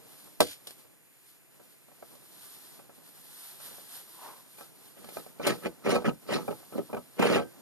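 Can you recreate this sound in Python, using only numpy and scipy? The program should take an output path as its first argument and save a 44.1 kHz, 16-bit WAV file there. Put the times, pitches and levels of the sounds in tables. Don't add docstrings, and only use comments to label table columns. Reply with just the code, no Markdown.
import sys
import numpy as np
from scipy import signal
from scipy.fft import rfft, irfft, next_fast_len
from scipy.io import wavfile
from scipy.ndimage import uniform_filter1d, map_coordinates

SR = 44100
rng = np.random.default_rng(int(sys.argv[2]) if len(sys.argv) > 2 else 0)


def transcribe(u):
    v = np.clip(np.atleast_2d(u).T, -1, 1)
    q = np.round(v * 32767).astype(np.int16)
    wavfile.write(sys.argv[1], SR, q)


N = 335601


def amp(db):
    return 10 ** (np.asarray(db) / 20)


def unit(x):
    return x / np.sqrt(np.mean(x ** 2) + 1e-20)


def along(points, hz):
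    point_hz, value = np.transpose(points)
    return np.interp(np.log(hz + 1), np.log(point_hz + 1), value)


def curve(points):
    point_s, value = np.transpose(points)
    return np.interp(np.arange(N) / SR, point_s, value)


def wobble(rate):
    knots = rng.standard_normal(int(N * rate / SR) + 4)
    return map_coordinates(knots, [np.arange(N) * rate / SR])


def filtered(x, response):
    size = next_fast_len(N + SR // 2)
    hz = np.fft.rfftfreq(size, 1 / SR)
    return irfft(rfft(x, size) * response(hz), size)[..., :N]


def coloured(x, points):
    return filtered(x, lambda hz: amp(along(points, hz)))


def resonant(x, modes):
    def response(hz):
        total = 0
        for k, (centre, width, db) in enumerate(modes):
            damping = 1j * hz * width
            sign = (-1) ** k
            total = total + sign * amp(db) * damping / (centre * centre - hz * hz + damping)
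        return total
    return filtered(x, response)


def rubbed(level, drive, modes):
    return resonant(level * drive, modes) / np.std(resonant(drive, modes))


def swell(start, rise, hold, fade):
    touch_db = -30
    t = np.arange(N) / SR - start
    before = 1 - t / rise
    after = (t - rise - hold) / fade
    return touch_db * np.maximum(0, np.maximum(before, after))


def pair(unlike):
    a, b = rng.standard_normal((2, N))
    return np.array([a, (a + unlike * b) / np.hypot(1, unlike)])


def patchy(x, depth_db):
    spectrum = signal.stft(x, nperseg=256)[2]
    field = rng.standard_normal(spectrum.shape[1:])
    field = uniform_filter1d(field, size=3, axis=0)
    field = uniform_filter1d(field, size=6, axis=1)
    gain = amp(depth_db * unit(field))
    return signal.istft(spectrum * unit(gain), nperseg=256)[1][:, :N]


def air():
    # frequency in Hz, relative level in dB.
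    air_tone = [(30, -26), (76, -12), (130, 5.5), (200, -3.5), (330, -2), (1000, -15.5), (2700, -7.5),
                (4750, -49), (6640, -14.5), (10600, -11.5), (14000, -10)]
    return amp(-60.5) * unit(coloured(pair(0.36), air_tone))


def room(x):
    # frequency in Hz, time to fall by 60 dB in seconds.
    echo_time = [(200, 0.2), (2000, 0.026), (10000, 0.04)]
    noise = pair(0.95)[:, :SR // 2]
    hz, t, spectrum = signal.stft(noise, SR, nperseg=256)
    fade = amp(-60 * t / along(echo_time, hz)[:, None])
    tail = signal.istft(spectrum * fade, SR, nperseg=256)[1]
    tail = tail / np.linalg.norm(tail[0])
    late = np.pad(x, ((0, 0), (200, 0)))
    return signal.fftconvolve(late, tail, axes=1)[:, :N]


def rustle():
    # time in seconds, level of the fine rustle in dB.
    fine_level = [(0, -60), (.18, -52), (.3, -58.5), (.62, -59), (.7, -54), (.76, -56), (.9, -65),
                  (1.2, -64.5), (1.31, -59), (1.4, -66.5), (1.65, -60), (1.93, -62.5), (2.07, -54.5),
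                  (2.21, -58), (2.45, -48), (2.78, -54), (2.88, -61.5), (3.43, -47), (3.56, -50),
                  (3.67, -46.5), (3.85, -50), (3.96, -43), (4.06, -54), (4.23, -48), (4.51, -59.5),
                  (4.59, -49.5), (4.73, -60.5), (4.87, -53.5), (4.96, -58), (5.16, -47.5), (5.36, -60.5),
                  (5.6, -49.5), (5.76, -63), (6.2, -60), (6.5, -53), (6.9, -57), (7.1, -57.5), (7.6, -61)]
    # time in seconds, level of the low shuffle in dB.
    low_level = [(0, -56), (.3, -61), (.9, -63), (1.2, -75.5), (1.62, -62.5), (1.76, -68), (2.07, -61.5),
                 (2.9, -60.5), (3.5, -63.5), (3.67, -56), (3.85, -60.5), (4.23, -61), (4.5, -62.5),
                 (4.87, -60), (5.05, -59), (5.55, -56), (5.78, -57.5), (6.2, -60.5), (6.46, -53),
                 (6.8, -63), (7.1, -61), (7.6, -55.5)]
    # frequency in Hz, relative level in dB.
    fine_tone = [(300, -37), (700, -6.5), (1500, -6.5), (2500, -10), (4500, -2.5), (6500, -11.5),
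                 (9000, -2.5), (12300, 0.5), (14000, -6.5)]
    # frequency in Hz, relative level in dB.
    low_tone = [(60, -13.5), (130, 4.5), (260, 3), (700, -3.5), (1300, -10.5), (2500, -19.5)]
    # frequency in Hz, width in Hz, relative level in dB.
    sleeve_modes = [(560, 930, -2.5), (1020, 160, 8.5), (1450, 690, -10.5)]

    clumps = amp(1.13 * wobble(25) + 0.52 * wobble(300))
    fine = unit(coloured(clumps * pair(0.63), fine_tone))
    lumps = amp(1.6 * wobble(30))
    low = unit(coloured(lumps * pair(0.31), low_tone))
    sweep_level = amp(-47 + swell(start=4.1, rise=.15, hold=.035, fade=.2))
    sweep = rubbed(sweep_level, amp(wobble(90)) * pair(0.76), sleeve_modes)
    return amp(curve(fine_level)) * fine + amp(curve(low_level)) * low + sweep


def knocks():
    # time in seconds, blow level in dB before the trims below,
    # crack over blow in dB, time for the ring to fall by 60 dB in seconds, pitch of the struck spot in Hz.
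    blows = [(0.273, -46.5, -20.5, 0.047, 700), (0.33, -60, -21, 0.072, 746), (0.404, -5.5, -2, 0.04, 557),
             (0.415, -11, -12, 0.03, 600), (0.427, -21, -10, 0.025, 600), (0.67, -42, 13.5, 0.064, 414),
             (0.707, -39, 9.5, 0.015, 416), (0.85, -50, -21.5, 0.07, 250), (1.596, -46, -21, 0.096, 378),
             (1.883, -46.5, -18, 0.055, 401), (1.916, -49.5, -21, 0.081, 696),
             (2.025, -35, -31, 0.042, 740), (2.152, -44, -3.5, 0.0556, 374), (2.22, -51, -21.5, 0.05, 600),
             (2.792, -42, -23, 0.06, 920), (2.894, -41.5, -25, 0.053, 690), (2.98, -47, -26, 0.08, 270),
             (3.6, -44, -3.5, 0.073, 1330), (3.68, -49, -25, 0.04, 450), (3.713, -43, -25, 0.04, 700),
             (3.74, -45, -25, 0.04, 700), (3.782, -43.5, -25, 0.052, 616), (4.583, -40.5, -21, 0.067, 1230),
             (4.607, -37.5, -8, 0.095, 1230), (4.97, -45.5, -25, 0.05, 480), (5.044, -32, -5, 0.026, 541),
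             (5.088, -37.5, -1, 0.041, 565), (5.169, -23, -21.5, 0.031, 859), (5.263, -37, -24, 0.044, 474),
             (5.397, -27.5, -31, 0.11, 487), (5.468, -18, 1, 0.1, 566), (5.658, -20, -37, 0.061, 482),
             (5.862, -19.5, -51.5, 0.067, 543), (5.891, -18.5, -14, 0.11, 470),
             (5.917, -23.5, -22, 0.25, 568), (5.955, -17, -20.5, 0.087, 1300),
             (6.02, -32.5, -13, 0.055, 536), (6.045, -27.5, -37, 0.15, 484), (6.084, -17, -32, 0.031, 596),
             (6.265, -39, -30, 0.039, 450), (6.29, -29, -30, 0.076, 500), (6.324, -20, -22, 0.05, 426),
             (6.447, -51, -9, 0.074, 250), (6.48, -23.5, -36.5, 0.05, 517), (6.511, -28, -24, 0.018, 576),
             (6.63, -41, -15, 0.033, 900), (6.724, -33, -30, 0.036, 450), (6.781, -28, -30, 0.028, 510),
             (6.9, -47, -37, 0.025, 684), (6.93, -22.5, -42, 0.062, 467), (6.947, -19.5, -29, 0.015, 620),
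             (6.968, -26.5, -26, 0.035, 696), (7.194, -18.5, -15, 0.12, 595),
             (7.223, -15, -16.5, 0.14, 1300), (7.257, -23, -24.5, 0.094, 415), (7.307, -24, -20, 0.15, 576),
             (7.357, -14.5, -24.5, 0.046, 656), (7.367, -20.5, -38.5, 0.17, 615)]
    # frequency in Hz, relative level in dB,
    # ring time as a share of the knock's.
    gear_modes = [(99, 0.5, 1.36), (205, -7.5, 0.69), (267, 2.5, 0.93), (337, -6, 2.3), (463, 7, 0.46),
                  (567, 5, 0.74), (704, 1, 0.95), (801, -4, 0.96), (906, -1.5, 0.6), (1141, -1.5, 0.63),
                  (1297, -7, 1.3), (1543, -7.5, 1.7), (1940, -14, .7), (2390, -1, 0.8), (3000, -15, .6)]
    # frequency in Hz, width in Hz, relative level in dB.
    contact_modes = [(300, 510, 2), (900, 2060, -3.5), (2216, 550, -3.5)]
    # frequency in Hz, relative level in dB.
    crack_tone = [(1000, -17.5), (2500, -5), (4500, -0.5), (6500, -11), (9000, -4.5), (13000, -8.5)]

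    ring, tick, crack = np.zeros((3, N + SR))
    t = np.arange(SR // 4) / SR
    rise = 1 - np.exp(-t / 0.001)
    mode_hz, mode_db, share = np.transpose(gear_modes)[:, :, None]
    chance = rng.standard_normal((len(blows), 2, len(gear_modes), 1))
    for (start, db, crack_db, t60, spot_hz), (uneven, detune) in zip(blows, chance):
        first = round(start * SR)
        at = slice(first, first + len(t))
        strength_db = mode_db + 1.87 * uneven - 4 * np.abs(np.log2(mode_hz / spot_hz))
        phase = 2 * np.pi * mode_hz * (1 + .03 * detune) * t + 0.68 * detune
        modes = amp(strength_db - 60 * t / (t60 * share)) * np.sin(phase)
        ring[at] += amp(db - 7) * rise * modes.sum(axis=0)
        tick[at] += amp(db - 18.5 - 60 * t / 0.021)
        crack_fade = amp(-60 * t / (0.6 * t60)) + 0.37 * amp(-60 * t / (2.5 * t60))
        crack[at] += amp(db + crack_db - 7.5) * rise * crack_fade
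    skid = amp(-43 + swell(start=.41, rise=.02, hold=.105, fade=.06) + 1.6 * wobble(154.2))
    contact = rubbed(tick[:N], pair(0.78), contact_modes)
    crack_noise = unit(coloured(pair(0.29), crack_tone))
    return ring[:N] + contact + (crack[:N] + skid) * crack_noise


def strokes():
    # start in seconds, press in seconds, hold in seconds, lift in seconds,
    # pressure in dB, rasp over pressure in dB, tooth scrape over pressure in dB.
    wipes = [(4.924, 0.043, .2, .05, -55.5, -9, -14), (5.14, 0.029, 0.031, .03, -40.5, -27, -20),
             (5.388, 0.066, 0.046, 0.086, -24, -7, -15.5), (5.603, 0.054, 0.0036, 0.061, -31, -7.5, -21.5),
             (5.818, 0.044, 0.1, 0.081, -28, -9.5, -13.5), (6.03, 0.017, 0.045, 0.044, -28, -14, -24.5),
             (6.256, 0.058, .05, 0.082, -26.5, -9, -13.5), (6.439, 0.0093, .01, .03, -46.5, -23, -18),
             (6.469, 0.013, 0.0027, 0.04, -29.5, -29, -33),
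             (6.496, 0.014, 0.0072, 0.05, -33.5, -18.5, -27.5), (6.703, 0.025, 0.059, 0.055, -39, -24, -24),
             (6.736, 0.048, 0.01, 0.06, -36, -16, -27), (6.875, 0.023, .01, 0.042, -42, -27, -29),
             (6.922, 0.011, .004, 0.038, -28, -35, -37), (6.956, 0.011, 0.0064, 0.049, -31, -23, -33),
             (7.164, 0.03, 0.14, 0.11, -25, -7.5, -17), (7.278, 0.041, 0.078, 0.057, -25, -10.5, -21.5)]
    # frequency in Hz, width in Hz, relative level in dB.
    body_modes = [(152.4, 93, -2), (235, 118, 1), (390, 157, -1), (553, 142, -3.5), (860, 170, -13.5),
                  (1276, 89, -10), (2460, 240, -31.5)]
    # frequency in Hz, width in Hz, relative level in dB.
    rasp_modes = [(1820, 1400, -2), (2500, 770, 2.5), (3060, 510, -3)]
    # frequency in Hz, width in Hz, relative level in dB.
    teeth_modes = [(3760, 270, -1.5), (4440, 790, 0.5), (5300, 1400, -3.5), (6750, 2000, -11),
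                   (10000, 460, -5.5), (11500, 7400, -22.5)]
    rasp_grows, scrape_grows = 1.26, 1.04
    scrape_lag = 0.44

    pressure, rasp, scrape = np.zeros((3, N))
    for start, press, hold, lift, db, rasp_db, scrape_db in wipes:
        under_db = swell(start, press, hold, lift)
        late_db = swell(start, press + scrape_lag * hold, (1 - scrape_lag) * hold, lift)
        pressure = np.maximum(pressure, amp(db + under_db))
        rasp = np.maximum(rasp, amp(db + rasp_db + rasp_grows * under_db))
        scrape = np.maximum(scrape, amp(db + scrape_db + scrape_grows * late_db))

    catch = amp(0.95 * wobble(70) + 0.67 * wobble(260))
    slip_here = rng.random(N) < 420 / SR
    slips = unit(slip_here * rng.standard_normal(N) * amp(0.9 * rng.exponential(size=N)))
    bursts = np.abs(filtered(np.abs(slips), lambda hz: 1 / (1 + 1j * hz / 120)))
    jolts = catch * (slips + .6 * pair(.7))
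    grit = (1.1 + unit(bursts) * 0.22) * amp(2.8 * wobble(60))

    wipe = rubbed(pressure, jolts, body_modes)
    wipe = wipe + rubbed(rasp, grit * pair(0.4) + 0.56 * slips, rasp_modes)
    wipe = wipe + rubbed(scrape, grit * pair(0.77), teeth_modes)
    return patchy(wipe, depth_db=3)


def scene():
    work = strokes() + knocks()
    echo = amp(-15) * room(work)
    return work + echo + rustle() + air()


def spread(hz):
    turn = 2j * np.pi * hz / SR
    presence = 1 / (1 + (3100 / (hz + 1)) ** 8) / (1 + (hz / 6300) ** 16)
    early = (1 - presence) * np.exp(16 * turn)
    late = presence * np.exp(-12 * turn)
    phase = np.unwrap(np.angle(-early - late + 1e-9j))
    return phase + 0.54 * hz / (hz + 350) * np.exp(-(hz / 900) ** 2)


def record(dry):
    middle, sides = dry
    unlike_part = sides - middle
    top_hz = 13900

    def band(hz):
        return 1j * hz / (45 + 1j * hz) * (hz < top_hz)

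    def to_sum(hz):
        return band(hz) * np.cos(spread(hz) / 2)

    def to_difference(hz):
        return band(hz) * np.sin(spread(hz) / 2)

    mid = filtered(middle, to_sum)
    mid = mid + filtered(unlike_part, lambda hz: 1.23 * hz / (hz + 120) * to_difference(hz))
    side = filtered(sides, lambda hz: -1j * to_difference(hz))
    side = side + filtered(unlike_part, lambda hz: 1.1j * np.exp(-((hz - 6200) / 1500) ** 2) * to_sum(hz))
    return np.array([mid + side, mid - side]) * amp([[-.3], [.3]])


dry = scene()
out = record(dry)
transcribe(out)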